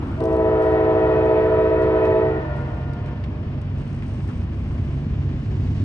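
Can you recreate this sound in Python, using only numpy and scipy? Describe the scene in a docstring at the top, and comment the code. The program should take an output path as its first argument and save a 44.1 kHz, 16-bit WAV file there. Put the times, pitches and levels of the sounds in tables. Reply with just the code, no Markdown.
"""At a road crossing near woods and walls, a freight train nears and blows one long five-bell horn chord.
The horn is summed from harmonics that follow its air; walls and woods return it at Doppler-lowered pitch.
Exhaust orders in throbbing noise make the diesel, whose rumble grows as the distance shrinks.
Coloured noise makes the cars that roll slowly over the gritty road; brief noise bursts make stones and knocks.
A microphone pair, differing in phase and level, hears it all."""
import sys
import numpy as np
from scipy import signal
from scipy.fft import rfft, irfft, next_fast_len
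from scipy.io import wavfile

SR = 44100
rng = np.random.default_rng(int(sys.argv[2]) if len(sys.argv) > 2 else 0)


def pcm_store(signal):
    """Save signal as 16-bit PCM."""
    levels = np.round(np.clip(np.atleast_2d(signal), -1, 1) * 32767)
    wavfile.write(sys.argv[1], SR, levels.astype(np.int16).T)


N = 257544
TIME = np.arange(N) / SR
BINS = np.fft.rfftfreq(N, 1 / SR)
# the horn valve opens, and later begins to ease back
OPEN_S, CLOSE_S = 0.1826, 2.22


def amp(db):
    """Turns dB into an amplitude factor."""
    return 10 ** (np.asarray(db) / 20)


def unit(x):
    """Scales to rms 1."""
    return x / np.sqrt(np.mean(x ** 2) + 1e-20)


def read(points):
    """Reads a table over frequency, on a log axis."""
    hz, value = np.transpose(points)
    return np.interp(np.log(BINS + 1), np.log(hz + 1), value)


def curve(rows):
    """Reads a table over time."""
    return np.interp(TIME, *np.transpose(rows))


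def colour(x, points):
    """Filters by a spectrum in dB."""
    return irfft(rfft(x) * amp(read(points)), N)


def drift(hz):
    """Slow chance of rms 1, moving up to about hz times a second."""
    size = 1024
    rates_hz = np.arange(size // 2 + 1) * SR / N
    spectrum = rfft(rng.standard_normal(size)) / (1 + (rates_hz / hz) ** 4)
    return np.interp(TIME, np.linspace(0, N / SR, size), unit(irfft(spectrum)))


def diffuse(pair):
    """Two unrelated signals become one diffuse field: alike in the bass, apart in the treble."""
    # likeness of the two microphones: f/Hz, correlation/1
    likeness = [(60, .9993), (110, .998), (180, .988), (300, .96), (520, .76), (900, .4), (1500, .4),
                (2600, .55), (5000, .3), (9000, .7)]
    a, b = rfft(pair)
    same = np.clip(read(likeness), -1, 1)
    right = same * a + np.sqrt(1 - same ** 2) * b
    return irfft(np.array([a, right]), N)


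def diesel(rumble_db=-0.5, wander=0.001, flutter=0.58, fading_hz=6, throb_db=1.3, drone_fading=0.15):
    """Exhaust orders, locked to the engine's working cycle, in a throbbing rumble that swells as it nears."""
    # engine speed: t/s, working cycles/Hz
    speed = [(0, 8.68), (1.5, 8.61), (2.8, 8.64), (4.2, 8.68), (5.84, 8.7)]
    # exhaust orders: multiple of the cycle/1, level/dB against engine_db at the starting distance,
    # depth of fading/1, power of nearness by which it grows/1
    exhaust = [(5, -15, 0.4, 1.1), (7, -15, .6, 1.3), (12, -19, 0.3, 2.9), (13, -18, 0.6, 2.1),
               (20, -17, 0.6, 0.51), (24, -20, 0.3, 0.82), (27, -18, 0, 1.6), (29, -18.5, 0.09, 0.51)]
    # the three strongest orders make the drone: multiple of the cycle/1
    drone_orders = (8, 11, 16)
    # one level table for each drone order: t/s, level/dB
    drone_levels = [
        [(0, -33.5), (.8, -37.5), (1.8, -34.5), (3.2, -36.5), (4.3, -39), (4.52, -28.5), (4.73, -27.5),
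         (4.92, -33.5), (5.1, -32), (5.84, -36)],
        [(0, -35.5), (2, -34.5), (2.9, -35), (3.7, -31.5), (3.9, -31.5), (4.6, -31.5), (5.1, -31), (5.84, -26)],
        [(0, -34.5), (1.1, -35.5), (1.75, -35.5), (2.25, -35), (2.65, -29), (3.1, -33.5), (4.6, -34.5),
         (5.05, -29.5), (5.84, -29.5)],
    ]
    # low thunder of the exhaust: f/Hz, relative level per Hz/dB
    rumble_colour = [(20, -33), (33, -15.5), (47, -6.5), (65, -2.5), (85, 2), (105, 0.5), (125, -2),
                     (160, -7), (240, -8.5), (320, -13.5), (450, -23), (700, -51), (1500, -79.5)]
    distance_m, train_m_per_s, engine_db = 134, 11.74, -32

    turns = np.cumsum(curve(speed) * (1 + wander * drift(0.97))) / SR
    nearness = distance_m / np.maximum(distance_m - train_m_per_s * TIME, 10)

    def tone(order, fading):
        """One exhaust order, fading and wavering on its way."""
        phase = 2 * np.pi * (order * turns + rng.random())
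        wave = np.sin(phase + flutter * drift(0.7))
        return unit((1 + fading * drift(fading_hz)) * wave)

    orders = sum(amp(db) * nearness ** growth * tone(k, fading) for k, db, fading, growth in exhaust)
    noise = diffuse(rng.standard_normal((2, N)))
    rumble = unit(colour(noise, rumble_colour)) * amp(throb_db * drift(42))
    drone = sum(amp(curve(rows)) * tone(k, drone_fading) for k, rows in zip(drone_orders, drone_levels))
    return amp(engine_db) * (orders + amp(rumble_db) * nearness * rumble) + drone


def cars(flicker_db=0.9, leaving_db_per_s=9, arriving_db_per_s=5):
    """Rolling wheels rush as coloured noise: a pickup drives off, and an oncoming car hisses closer."""
    # steady rush of wheels: f/Hz, relative level per Hz/dB
    road = [(100, -5.5), (400, 1.5), (650, 3), (900, -2), (1100, -1.5), (1280, -6.5), (1700, -6),
            (2900, -9), (3500, -16), (3900, -20), (5200, -23.5), (7000, -36), (9000, -45), (10500, -56)]
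    # tyres of the close pickup: f/Hz, relative level per Hz/dB
    pickup_tyres = [(100, -5), (400, -3.5), (650, 1.5), (900, 4), (1150, 2.5), (1400, 1), (1800, -9.5),
                    (2900, -15), (4000, -26.5), (7000, -42), (10500, -58)]
    # tyre hiss of the oncoming car: f/Hz, relative level per Hz/dB
    hiss_colour = [(800, -14), (2000, 3), (4000, 2.5), (6000, -3), (8000, -11), (10200, -29)]
    # low exhaust murmur of the pickup: f/Hz, relative level per Hz/dB
    pickup_motor = [(25, -16), (50, -3.5), (100, 2), (170, -2.5), (250, 4.5), (330, 3.5), (500, -22),
                    (1000, -55)]
    # low exhaust murmur of the oncoming car: f/Hz, relative level per Hz/dB
    oncoming_motor = [(25, -13.5), (55, 7.5), (100, 1), (170, 2), (210, 1.5), (330, -14), (500, -31),
                      (1000, -61)]
    rolling_db, pickup_db, pickup_db_per_s = -44.5, -41, 4.5
    hiss_db, hiss_db_per_s, arrives_s = -56, 11.5, 5.84
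    # the pickup's murmur at the start, the oncoming car's on arrival
    pickup_motor_db, oncoming_motor_db = -32, -31

    def noise(spectrum):
        """Two unrelated noises of this colour."""
        return unit(colour(rng.standard_normal((2, N)), spectrum))

    to_go_s = abs(arrives_s - TIME)
    rush = amp(rolling_db) * noise(road)
    rush = rush + amp(pickup_db - pickup_db_per_s * TIME) * noise(pickup_tyres)
    hiss = amp(hiss_db - hiss_db_per_s * to_go_s) * noise(hiss_colour)
    pickup = amp(pickup_motor_db - leaving_db_per_s * TIME) * noise(pickup_motor)
    oncoming = amp(oncoming_motor_db - arriving_db_per_s * to_go_s) * noise(oncoming_motor)
    return (rush + hiss) * amp(flicker_db * drift(32)) + pickup + oncoming


def gravel(grains_per_s=1200, spread_db=0.5, grit_db=4, snap_db=2):
    """Sparse grains crackle, most on the loose patches; larger stones snap or scrape as decaying noise."""
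    # tyres cross loose grit: start t/s, length/s, level/dB before grit_db and colour
    patches = [(0, 0.41, -63), (2.543, 0.31, -72), (3.74, 0.72, -60), (4.495, 0.57, -64),
               (5.354, 0.62, -82)]
    # stones that snap or scrape: t/s, level/dB before snap_db and colour, t60/s
    stones = [(.084, -53, 0.022), (0.205, -35.5, 0.008), (.24, -33.5, 0.0055), (.255, -37, 0.012),
              (0.329, -45, 0.023), (.367, -45, 0.017), (.62, -52.5, 0.33), (.718, -54.5, .06),
              (1.253, -55, .15), (1.493, -58, .04), (1.82, -50.5, 0.11), (2.054, -44.5, .008),
              (2.06, -56, 0.13), (2.122, -59, .03), (2.562, -56.5, 0.34), (2.719, -58, .02),
              (2.934, -47, 0.035), (3.059, -56, 0.11), (3.616, -45, 0.019), (3.929, -46, 0.021),
              (4.276, -49, .04)]
    # colour of the fine grit: f/Hz, relative level per Hz/dB
    crackle = [(1500, -15.5), (4000, -3.5), (6000, -4), (7200, -11), (8700, -6.5), (10200, -22)]
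    # colour of the larger stones: f/Hz, relative level per Hz/dB
    stone_colour = [(1000, -14.5), (2500, -3.5), (4000, 1.5), (6000, -1.5), (7300, -13), (9000, -1),
                    (10200, -22.5)]
    patch_edge_s, bare_road_db = 0.047, -71  # the bare road too is raised by grit_db

    loose = amp(bare_road_db)
    for start, length, db in patches:
        inside_s = np.minimum(TIME - start, start + length - TIME)
        loose = loose + amp(db) * np.clip(inside_s / patch_edge_s, 0, 1)
    sizes = amp(spread_db * np.minimum(rng.exponential(1, (2, N)), 5))
    struck = rng.random((2, N)) < grains_per_s / SR
    grit = unit(sizes * rng.standard_normal((2, N)) * struck) * amp(grit_db) * loose
    snaps = np.zeros(N)
    for start, db, t60 in stones:
        decay_db = -60 * np.clip((TIME - start) / t60, 0, 2)
        snaps += (TIME >= start) * amp(snap_db + db + decay_db)
    return colour(grit, crackle) + colour(snaps * rng.standard_normal((2, N)), stone_colour)


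def woods(chord, count=9, restless_s=0.00035, absorb_hz=1300, treble_life=0.31, patchy_db=1.1):
    """Each stand of trees hears the moving horn at its own pitch, and scatters it late through restless air."""
    # stands from ahead of the train to behind it: Doppler drop/%, its spread/%, delay/s, depth/s, t60/s,
    # level/dB before return_colour
    stands = [(.2, .25, .04, .15, 0.91, -39), (.3, .4, .25, .2, 3.6, -45.5), (3.5, 2, .08, 0.2, 1.2, -44.5),
              (6.7, .5, 0.11, .15, 0.79, -44), (6.4, .8, .6, .35, 4.1, -46.5)]
    # colour that the woods give to what they send back: f/Hz, level/dB
    return_colour = [(330, -0.5), (650, 3), (720, -1), (820, 0), (1180, -4), (1280, -0.5), (1420, -3.5),
                     (1680, -4.5), (1745, -4.5), (1810, -8), (1890, -2), (2110, -5.5), (2350, 0.5),
                     (2850, 1), (3400, -1), (4200, -2.5)]
    out, size = np.zeros((2, N)), next_fast_len(N + 2 * SR)
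    t = TIME[:2 * SR]
    for drop, spread, delay, depth, t60, db in stands:
        shifts = 1 - (drop + spread * rng.permutation(np.linspace(-1, 1, count))) / 100
        delays = delay + depth * (np.arange(count) + rng.random(count)) / count
        trees = np.zeros(N)
        for shift, late in zip(shifts, delays):
            sent = (TIME - late + restless_s * drift(8.8)) * shift
            trees += np.interp(sent, TIME, chord, left=0)
        # the air soaks up the treble of the longer paths
        scatter = rng.standard_normal((2, len(t)))
        low = signal.filtfilt(*signal.butter(2, absorb_hz, fs=SR), scatter, padtype=None)
        tail = low * amp(-60 * t / t60) + (scatter - low) * amp(-60 * t / (t60 * treble_life))
        scattered = irfft(rfft(trees, size) * rfft(tail, size), size)[:, :N]
        out += amp(db) * unit(scattered) * amp(patchy_db * drift(5.1))
    return colour(out, return_colour)


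def valve(turn, weak_db, step_db, vent_db_per_s, steepness=1.59):
    """Air at one bell builds up, holds and vents: blowing strength in dB, and the pitch factor that follows."""
    # the air fills the horn; the valve eases back by one step, then shuts and the air vents
    fill_s, step_s, vent_s = 0.159, 0.084, 2.321
    # sharp until the air is up, off pitch as it vents, sagging as it runs out (shares of the pitch)
    sharp, turn_s, sag_from_s, sag_per_s = 0.014, 0.13, 2.4, 0.09
    lacking = np.exp(-(np.maximum(TIME - OPEN_S, 0) / fill_s) ** steepness)
    closing_s = np.maximum(TIME - CLOSE_S, 0)
    blow_db = weak_db * lacking + step_db * np.minimum(closing_s / step_s, 1)
    blow_db -= vent_db_per_s * np.maximum(TIME - vent_s, 0)
    bend = sharp * lacking + turn * np.minimum(closing_s / turn_s, 1)
    bend -= sag_per_s * np.maximum(TIME - sag_from_s, 0)
    return blow_db, 1 + bend


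def rasp(chord, rasp_db=-29, width_hz=130):
    """Turbulent air in the bells roughens every harmonic."""
    turbulence = unit(signal.lfilter(*signal.butter(2, width_hz, fs=SR), rng.standard_normal(N)))
    return chord * (1 + amp(rasp_db) * turbulence)


def horn(waver=0.00095, fade_db=0.41, smear=0.24, jitter=0.00063, brass_db_per_octave=5):
    """Five diaphragms buzz into their bells: the chord along the ground, and the bright chord sent around."""
    # bells, low to high; the smallest speaks first and softly: f/Hz, start t/s, attack/s, stop t/s,
    # share by which the pitch turns as the air vents/1
    bells = [(324.0, .199, .008, 2.495, -.013), (379.4, .201, .008, 2.42, .004),
             (437.0, .199, .018, 2.44, .011), (506.9, .199, .014, 2.425, .003),
             (633.6, .168, .035, 2.485, .021)]
    # voices of the bells, low to high: level/dB of each harmonic from the first
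    voices = [(-27.5, -27.5, -34, -48, -55.5), (-27, -39, -47, -54.5, -50.5),
              (-21, -38.5, -46.5, -47, -53.5), (-28.5, -44, -60.5, -60, -57),
              (-25, -45.5, -50.5, -58.5, -61.5, -69, -75, -77)]
    # answer of each bell to the air: weak start/dB, step down/dB, venting/(dB/s),
    # how much faster each further harmonic follows/1, trend of the fundamental/(dB/s)
    blowing = [(-1.5, -2, 46, 2.2, -1.5), (-1.5, -3.5, 43, 0.27, 2), (-4.5, -3, 111.5, 1.2, 0),
               (-3, -7, 48.5, .62, 1), (-6, -8, 42.5, 0.57, 0)]
    # upper harmonics that reach along the ground: f/Hz, level/dB before the tilt between bells
    brass = [(1500, -58), (1900, -56.5), (2050, -57.5), (2200, -49.5), (2280, -56.5), (2600, -55.5),
             (2900, -62.5), (3170, -65.5), (3450, -67.5), (3800, -70), (4100, -73.5), (4450, -76.5),
             (5500, -89)]
    # octaves of the second and third bells, which swell and fade slowly: f/Hz
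    swell_pitches = (759, 874)
    # one table for each of these octaves: t/s, level/dB against its voice
    swells = [
        [(.2, 1), (.9, 6.5), (1.35, 2.5), (1.55, -5.5), (1.8, -4), (2.15, -2), (2.35, 4)],
        [(.2, 4), (.6, 2), (.85, 0), (1.15, 4.5), (1.4, 1.5), (1.6, -9.5), (1.85, -3), (2.05, 3.5), (2.25, 7)],
    ]
    # colour of the chord sent around: f/Hz, level/dB
    sent_colour = [(320, 4.5), (380, -1.5), (440, 1.5), (507, 0), (640, 1.5), (770, -2.5), (1000, 2),
                   (1150, -4.5), (1300, -4), (1520, -3.5), (1630, -11), (1750, -7), (1900, 5.5), (2100, -5),
                   (2550, -10), (3200, -20), (4200, -23.5), (6000, -41)]
    # the brassy edge above a pitch blooms last, once the diaphragms swing fully
    bloom_hz, bloom_s, bloom_db_per_octave = 1300, 0.38, -2
    # the horn slides a little from left to right (left minus right)
    pan_db, pan_db_per_s = 1, -0.76

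    direct, radiated = np.zeros((2, N))
    on = slice(0, int(2.6 * SR))
    blooming = np.exp(-(np.maximum(TIME[on] - OPEN_S, 0) / bloom_s) ** 2)
    from_middle_s = TIME[on] - (OPEN_S + CLOSE_S) / 2
    for bell, levels, answer in zip(bells, voices, blowing):
        hz, start, attack, stop, turn = bell
        weak, step, vent, brighten, trend = answer
        blow_db, bend = valve(turn, weak, step, vent)
        pitch_hz = hz * bend * (1 + waver * drift(14) + jitter * drift(81))
        phase = (2 * np.pi * np.cumsum(pitch_hz) / SR)[on]
        gate = (np.clip((TIME - start) / attack, 0, 1) * np.clip((stop - TIME) / 0.033, 0, 1))[on]
        for k in range(1, int(5500 / hz) + 1):
            # moving air makes short waves fade and wander the most
            unrest = np.sqrt(k * hz / 400)
            wandering = smear * unrest * drift(3.2)[on]
            wave = np.sqrt(2) * np.sin(k * phase + wandering + 2 * np.pi * rng.random())
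            # more air makes the upper harmonics grow faster than the fundamental
            air_db = blow_db[on] * (1 + brighten * min(k - 1, 6))
            bloom_db = bloom_db_per_octave * max(np.log2(k * hz / bloom_hz), 0) * blooming
            partial = gate * amp(air_db + bloom_db) * wave
            # the small bells carry most of the brassy edge
            brass_db = np.interp(k * hz, *np.transpose(brass))
            brass_db += brass_db_per_octave * np.log2(hz / bells[-1][0])
            level_db = levels[k - 1] if k <= len(levels) else brass_db
            swell_db = (k == 1) * trend * from_middle_s
            for swell_hz, rows in zip(swell_pitches, swells):
                if round(k * hz) == swell_hz:
                    swell_db = curve(rows)[on]
            direct[on] += partial * amp(level_db + swell_db + fade_db * unrest * drift(3.7)[on])
            radiated[on] += partial / k ** 0.19
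    pan = amp((pan_db + pan_db_per_s * TIME) * np.array([[.5], [-.5]]))
    return rasp(direct) * pan, unit(colour(radiated, sent_colour))


def knocks(width=0.31, order=2):
    """Knocks and clacks from the road: short noise bursts in a broad resonance."""
    # t/s, peak level/dB, centre f/Hz, t60/s of the burst ahead of its resonance
    clacks = [(0.203, -35, 2200, .04), (2.054, -36.5, 3440, 0.024), (3.061, -38, 2300, .05),
              (3.08, -35, 1300, .06), (3.239, -33, 2720, 0.046), (4.023, -32.5, 1600, 0.024),
              (4.032, -36, 1510, 0.022), (4.288, -34.5, 1150, .11), (4.709, -36.5, 1100, .1),
              (4.765, -41, 805, .1)]
    out, t = np.zeros((2, N)), TIME[:SR // 4]
    for start, db, hz, t60 in clacks:
        band = signal.butter(order, [hz * np.exp(-width), hz * np.exp(width)], "band", fs=SR)
        burst = rng.standard_normal((2, len(t))) * amp(-60 * t / t60)
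        knock = signal.lfilter(*band, burst)
        out[:, round(start * SR):][:, :len(t)] += amp(db) * knock / abs(knock).max()
    return out


def walls(chord, restless_s=0.00025, fade_db=4, recede_db_per_s=5.0):
    """Walls behind and beside the train return clear echoes, each at its own pitch and fading in the wind."""
    # echo paths: Doppler drop share/1, delay/s, lead of the left ear/s
    paths = [(.069, .24, .0002), (.068, .72, -.0001), (.036, .27, -.0002), (.004, .47, .0001),
             (.066, .45, 0)]
    # level/dB of each path before it fades and recedes
    path_levels = [-34.5, -41.5, -45, -43.5, -39.5]
    # colour of the chord that reaches the walls: f/Hz, level/dB
    wall_colour = [(320, -7.5), (440, -11.5), (507, -1.5), (640, -3.5), (760, 7), (880, -5.5), (1010, -1.5),
                   (1140, 1), (1300, -11.5), (1520, 3), (1700, -14), (1900, -13), (2200, -10), (3000, -5.5),
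                   (5000, -15)]
    out, chord = np.zeros((2, N)), colour(chord, wall_colour)
    for (drop, delay, lead), db in zip(paths, path_levels):
        sent = (TIME - delay + restless_s * drift(4.6)) * (1 - drop)
        heard = np.array([np.interp(sent + ear * lead, TIME, chord, left=0) for ear in (.5, -.5)])
        fading_db = fade_db * np.tanh(drift(7.1)) - recede_db_per_s * (TIME - delay)
        out += amp(db + fading_db) * unit(heard)
    return out


def scene(earlier_s=2.6, earlier_db=-9):
    """The horn and engine straight ahead, with echoes and road sounds all around."""
    direct, radiated = horn()
    echoes = woods(radiated)
    # the echo of an earlier blast is still dying away at the start
    later = [np.interp(TIME + earlier_s, TIME, side, right=0) for side in echoes]
    lingering = amp(earlier_db) * np.array(later)
    around = diffuse(echoes + lingering + cars() + gravel() + knocks())
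    return direct + walls(radiated) + diesel() + around


def record(dry):
    """Two microphone ports differ in phase and level; then the band limit."""
    # phase between the ports: f/Hz, lead of the left/rad
    lead = [(20, .03), (60, .06), (100, .08), (300, .28), (520, .43), (780, 1.0), (1400, .4), (1980, 1.9),
            (2760, 2.2), (5000, 1.4), (8000, .2)]
    # level between the ports: f/Hz, left minus right/dB
    tilt = [(60, 1), (140, -2), (320, 1), (500, -2), (750, 1), (1100, 4), (1900, 1), (2800, 0), (4500, 5),
            (8000, 0.5)]
    edge_hz = 10300
    half = amp(read(tilt) / 2) * np.exp(.5j * read(lead))
    ports = irfft(rfft(dry) * np.array([half, 1 / half]), N)
    lowpass = signal.firwin(255, edge_hz, window=("kaiser", 9), fs=SR)
    return signal.oaconvolve(ports, lowpass[None], "same")


dry = scene()
out = record(dry)
pcm_store(out)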